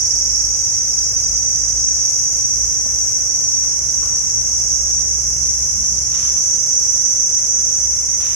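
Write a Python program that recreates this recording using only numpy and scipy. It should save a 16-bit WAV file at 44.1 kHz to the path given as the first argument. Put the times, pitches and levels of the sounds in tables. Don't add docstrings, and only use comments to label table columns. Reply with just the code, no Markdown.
import sys
import numpy as np
from scipy import signal
from scipy.fft import rfft, irfft, next_fast_len
from scipy.io import wavfile
from scipy.ndimage import map_coordinates

SR = 44100
rng = np.random.default_rng(int(sys.argv[2]) if len(sys.argv) > 2 else 0)


def persist_wave(psi):
    counts = np.round(np.clip(psi, -1, 1) * 32767).astype(np.int16)
    wavfile.write(sys.argv[1], SR, np.atleast_2d(counts).T)


N = 368235
TIME = np.arange(N) / SR


def amp(db):
    return np.exp(np.asarray(db) * np.log(10) / 20)


def unit(x):
    return x / np.sqrt(np.mean(x ** 2) + 1e-20)


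def along(points, hz):
    f, values = np.transpose(points)
    return np.interp(np.log(hz + 1), np.log(f + 1), values)


def curves(rows):
    times, *columns = np.transpose(rows)
    return [np.interp(TIME, times, column) for column in columns]


def wobble(rate):
    return map_coordinates(rng.standard_normal(int(N * rate / SR) + 4), [TIME * rate])


def filtered(x, response):
    size = next_fast_len(N + SR // 2)
    return irfft(rfft(x, size) * response(np.fft.rfftfreq(size, 1 / SR)), size)[..., :N]


def panned(x, left_db):
    return x * amp(np.array([[left_db], [-left_db]]) / 2)


# f/Hz, likeness (1 = the same)
EAR_LIKENESS = [(60, 0.71), (130, 0.91), (290, 0.8), (640, 0.68), (1400, -0.38), (3000, 0.018)]

def rush(spectrum):
    def response(hz):
        angle = np.arccos(np.clip(along(EAR_LIKENESS, hz), -1, 1)) / 2
        return amp(along(spectrum, hz)) * [np.cos(angle), np.sin(angle)]
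    mid, side = filtered(rng.standard_normal((2, N)), response)
    return unit(np.array([mid + side, mid - side]))


def clicks(cycles, uneven_db, reach=8):
    at = np.interp(np.arange(np.ceil(cycles[0]), cycles[-1]), cycles, np.arange(N))
    taps = at.astype(int)[:, None] + np.arange(1 - reach, reach + 1)
    offset = taps - at[:, None]
    size = amp(uneven_db * rng.uniform(-1.07, 1, (len(at), 1)))
    shapes = size * np.sinc(offset) * np.sinc(offset / reach)
    return np.bincount(np.clip(taps, 0, N - 1).ravel(), shapes.ravel(), N)


# f/Hz, relative level/dB
BELLY_RING = [(2350, -48.5), (4000, -42), (4620, -45.5), (4750, -33), (5060, -19.5), (5290, -10),
              (5920, 2.5), (6730, -9), (6950, -14.5), (7570, -20.5), (8790, -28.5), (9840, -27.5),
              (11000, -38.5), (12300, -32.5), (13200, -58), (14400, -48)]

def belly(pulses, shift_hz):
    return filtered(pulses, lambda hz: amp(along(BELLY_RING, np.abs(hz - shift_hz))))


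def forest(x, lag_ms, echo_db, fade_s=0.37):
    t = np.arange(SR // 2) / SR
    tails = rng.standard_normal((4, len(t))) * amp(-60 * t / fade_s)
    padded = np.pad(x, (len(t) - 1, 0), mode="reflect")
    paths = signal.fftconvolve(padded[None], tails, "valid", axes=1)
    sway = wobble(1.3)
    echoes = np.cos(sway) * paths[:2] + np.sin(sway) * paths[2:]
    direct = filtered(x, lambda hz: np.exp(np.pi * hz * lag_ms / 1000 * np.array([[-1j], [1j]])))
    return unit(unit(direct) + amp(echo_db) * unit(echoes))


def buzzer(pace, db, shift_hz, throb_hz, throb_db, swing, jitter, lag_ms, echo_db):
    beat = 2 * np.pi * np.cumsum(throb_hz * (1 + 0.035 * wobble(8))) / SR
    squeeze = np.sin(beat) + 0.5 * np.sin(2 * beat)
    throb = squeeze * (1 + 0.28 * np.tanh(wobble(20)))
    hurry = 1 + swing * throb + jitter * wobble(90) + 0.0008 * wobble(4)
    pulses = clicks(np.cumsum(pace * hurry) / SR, uneven_db=6) * amp(throb_db * throb)
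    return amp(db) * forest(belly(pulses, shift_hz), lag_ms, echo_db)


def rattler(pace, rebound, shift_hz, lag_ms, echo_db):
    cycles = np.cumsum(pace * (1 + 0.0004 * wobble(25))) / SR
    pulses = clicks(cycles, uneven_db=0.5) - rebound * clicks(cycles + 0.5, uneven_db=1.5)
    return forest(belly(pulses, shift_hz), lag_ms, echo_db)


# t/s, pace/(clicks per s), relative level/dB
LEADER_SONG = [(0, 597, -28), (1.3, 599, -26.5), (2.1, 595, -23.5), (3.1, 593, -24), (4.6, 590, -23),
               (5.8, 588, -24.5), (7, 587.8, -27), (8.35, 587.6, -27.5)]

def leading_cicada():
    pace, db = curves(LEADER_SONG)
    return buzzer(pace, db, shift_hz=0, throb_hz=22.23, throb_db=3,
                  swing=0.002, jitter=0.001104, lag_ms=0.28, echo_db=1.5)


# t/s, pace/(clicks per s), relative level/dB
COMPANION_SONG = [(0, 600, -28.5), (1.4, 602, -26), (2.5, 604, -29), (4.2, 604, -30), (5.3, 602, -31),
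                  (6.3, 602.5, -28), (6.9, 600, -30.5), (8.35, 602, -29)]

def companion_cicada():
    pace, db = curves(COMPANION_SONG)
    return buzzer(pace, db - 1.5, shift_hz=232, throb_hz=21.96, throb_db=2,
                  swing=0.0022, jitter=0.001, lag_ms=0.28, echo_db=4)


def deep_cicada(hold_s=0.35, fade_db_per_s=2.8):
    pace = 548 - 2.3 * TIME
    db = -24 - fade_db_per_s * np.maximum(TIME - hold_s, 0)
    return buzzer(pace, db, shift_hz=-270, throb_hz=20.55, throb_db=3,
                  swing=0.0036, jitter=0.001595, lag_ms=0.347, echo_db=6)


# t/s, pace/(clicks per s), relative level/dB
RESTLESS_SONG = [(0, 447, -3), (1.1, 452, 1), (1.95, 455, 1), (2.2, 440, 2), (2.9, 442, 2), (3.8, 449, -3),
                 (4.7, 455, 1), (4.95, 442, 0), (5.5, 444, -1), (6.2, 462, -3)]

def restless_cicada():
    pace, db = curves(RESTLESS_SONG)
    return buzzer(pace, db - 27.5, shift_hz=90, throb_hz=23.2, throb_db=2.5,
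                  swing=0.0038, jitter=0.001, lag_ms=-0.064, echo_db=1)


def shy_cicada(full_song_s=6.25):
    db = np.where(TIME > full_song_s, -24, -35.5)
    return amp(db) * rattler(pace=147, rebound=0.5, shift_hz=88, lag_ms=0.048, echo_db=6)


# t/s, relative level/dB
CHORUS_SWELL = [(0, -23.5), (1, -27), (3, -24), (5.3, -22.5), (7, -22.5), (8.35, -24)]

def far_chorus():
    db, = curves(CHORUS_SWELL)
    singers = 0
    for pace in rng.uniform(128, 165, 3):
        gain = amp(0.6 * wobble(0.76))
        drift = 1 + 0.000994 * wobble(0.6)
        singers += gain * rattler(pace * drift, rebound=0.75, shift_hz=0, lag_ms=0, echo_db=5)
    return amp(db + 0.26 * wobble(14)) * unit(rush(BELLY_RING) + amp(-5) * unit(singers))


# t/s, level/dB
ENGINE_SWELL = [(0, -39.5), (0.49, -36.5), (0.79, -46), (1.1, -38.5), (1.91, -35.5), (2.11, -51),
                (2.4, -45), (2.65, -35.5), (2.79, -46), (2.91, -35.5), (3.32, -49.5), (3.77, -41.5),
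                (5.2, -33.5), (5.95, -34.5), (6.44, -50.5), (7.35, -52), (7.91, -40), (8.35, -49)]
# f/Hz, relative level/dB
RUMBLE_TONE = [(13, -37), (22, 0), (48, 0.5), (75, 2), (130, -3.5), (220, -18.5), (260, -15), (340, -39),
               (570, -120)]

def engine(start_hz=51.8, top_hz=65, top_speed_s=6.7, boom_hz=188, flutter_db=2.2):
    firing_hz = np.interp(TIME, [0, top_speed_s], [start_hz, top_hz])
    level_db, = curves(ENGINE_SWELL)
    swell_db = level_db - level_db.mean()
    ease_db = 8 * np.maximum(TIME - top_speed_s, 0)
    overtone_db = level_db.mean() + 0.3 * swell_db - ease_db
    boom_db = 10 / (1 + ((3 * firing_hz - boom_hz) / 9) ** 2)
    levels = [level_db, overtone_db - 7, overtone_db - 19.5 + boom_db]
    phase = 2 * np.pi * np.cumsum(firing_hz * (1 + 0.0052 * wobble(14))) / SR
    notes = sum(np.sqrt(2) * amp(db + flutter_db * wobble(14)) * np.sin(k * phase)
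                for k, db in enumerate(levels, 1))
    rumble = amp(-39.5 + 0.17 * swell_db) * rush(RUMBLE_TONE)
    return panned(notes + rumble, left_db=-3)


# f/Hz, relative level/dB
AIR_TONE = [(120, -18), (200, -2), (222, -9.5), (325, -4), (445, -2.5), (618, -2), (772, -7.5),
            (1360, -6.5), (2070, -6.5), (2650, -11), (3020, -20), (3930, -25), (4600, -13), (5980, -46),
            (10100, -120)]
# f/Hz, level/dB, waver/Hz
WHINES = [(441, -62, 2), (2080, -65, 70)]

def air():
    out = amp(-43 + 0.089 * wobble(3.9)) * rush(AIR_TONE)
    for hz, db, waver_hz in WHINES:
        phase = 2 * np.pi * np.cumsum(hz + waver_hz * wobble(120)) / SR
        out += np.sqrt(2) * amp(db + 1.5 * wobble(5)) * np.sin(phase)
    return panned(out, left_db=-1)


# t/s, relative level/dB
WOOD_KNOCKS = [(2.862, -27)]
# f/Hz, relative level/dB, time to fade by 60 dB/s
WOOD_NOTES = [(257, 5, 0.046), (560, 4, 0.06), (744, -6, .05), (890, -4, 0.06)]

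def knock(thud_fade_s=0.067):
    thud_tone = [(100, -15), (220, -4), (900, -2), (1500, -30)]  # f/Hz, relative level/dB
    out = np.zeros((2, N))
    for start, db in WOOD_KNOCKS:
        t = np.maximum(TIME - start, 0)
        ring = sum(amp(level - 60 * t / fade_s) * np.sin(2 * np.pi * hz * t)
                   for hz, level, fade_s in WOOD_NOTES)
        thud = (t > 0) * amp(-60 * t / thud_fade_s) * rush(thud_tone)
        out += amp(db - 11) * (ring + thud)
    return out


# t/s, starting f/Hz, level/dB
BUBBLES = [(4.019, 1330, -38), (4.021, 1020, -39), (4.031, 1136, -33), (4.158, 1800, -37)]
# f/Hz, relative level/dB
RIPPLE_TONE = [(500, -40), (950, -6), (1200, -2), (1450, -6), (1800, -16), (2900, -12), (4000, -40)]

def plop(splash_s=4.02, ripple_fade_s=0.97, rise_s=0.0011, bubble_fade_s=0.041, climb_per_s=0.84):
    t = TIME - splash_s
    out = (t > 0) * amp(-40.5 - 60 * np.abs(t) / ripple_fade_s) * rush(RIPPLE_TONE)
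    for start, hz, db in BUBBLES:
        t = np.maximum(TIME - start, 0)
        loudness = amp(db - 60 * t / bubble_fade_s) * (1 - np.exp(-t / rise_s))
        out += loudness * np.sin(2 * np.pi * hz * t * (1 + climb_per_s * t / 2))
    return out


# t/s, rise/s, hold/s, time to fade by 60 dB/s, level/dB
BRUSHINGS = [(6.1, 0.042, 0.12, 0.65, -40), (8.18, 0.047, 0.2, .4, -40.5)]
# t/s, level/dB
RUSTLE_TICKS = [(6.146, -43), (8.264, -35)]
# f/Hz, relative level/dB
RUSTLE_TONE = [(500, -27), (1100, 4.5), (2200, 3), (3600, 2), (4600, -4), (9000, -14), (14000, -28)]

def rustles(grain_db=2, grains_per_s=220, tick_fade_s=0.025):
    loudness, ticks = np.zeros(N), np.zeros(N)
    for start, rise_s, hold_s, fade_s, db in BRUSHINGS:
        t = TIME - start
        fade_db = 60 * np.maximum(t - rise_s - hold_s, 0) / fade_s
        loudness += np.clip(t / rise_s, 0, 1) * amp(db - fade_db)
    for start, db in RUSTLE_TICKS:
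        t = TIME - start
        ticks += (t > 0) * amp(db - 60 * np.abs(t) / tick_fade_s)
    grain = amp(grain_db * wobble(grains_per_s))
    return (loudness * grain + ticks) * rush(RUSTLE_TONE)


# t/s, length/s, f/Hz, level/dB
FAR_WHISTLES = [(6.65, 0.9, 1990, -60), (7.85, 0.7, 2135, -56.5)]

def whistles(fade_s=0.15):
    out = np.zeros(N)
    for start, length_s, hz, db in FAR_WHISTLES:
        t = TIME - start
        fade = np.clip(np.minimum(t, length_s - t) / fade_s, 0, 1)
        phase = 2 * np.pi * np.cumsum(hz + 2 * wobble(20)) / SR
        out += np.sqrt(2) * fade * amp(db + wobble(9.2)) * np.sin(phase)
    return out


def scene():
    near = leading_cicada() + companion_cicada() + deep_cicada() + restless_cicada() + shy_cicada()
    cicadas = panned(amp(3) * (near + far_chorus()), left_db=-2.5)
    return cicadas + engine() + air() + knock() + plop() + rustles() + whistles()


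def record(dry, lowest_hz=39, highest_hz=14500):
    bass_cut = signal.butter(6, lowest_hz, "highpass", fs=SR, output="sos")
    return filtered(signal.sosfilt(bass_cut, dry), lambda hz: hz < highest_hz)


dry = scene()
out = record(dry)
persist_wave(out)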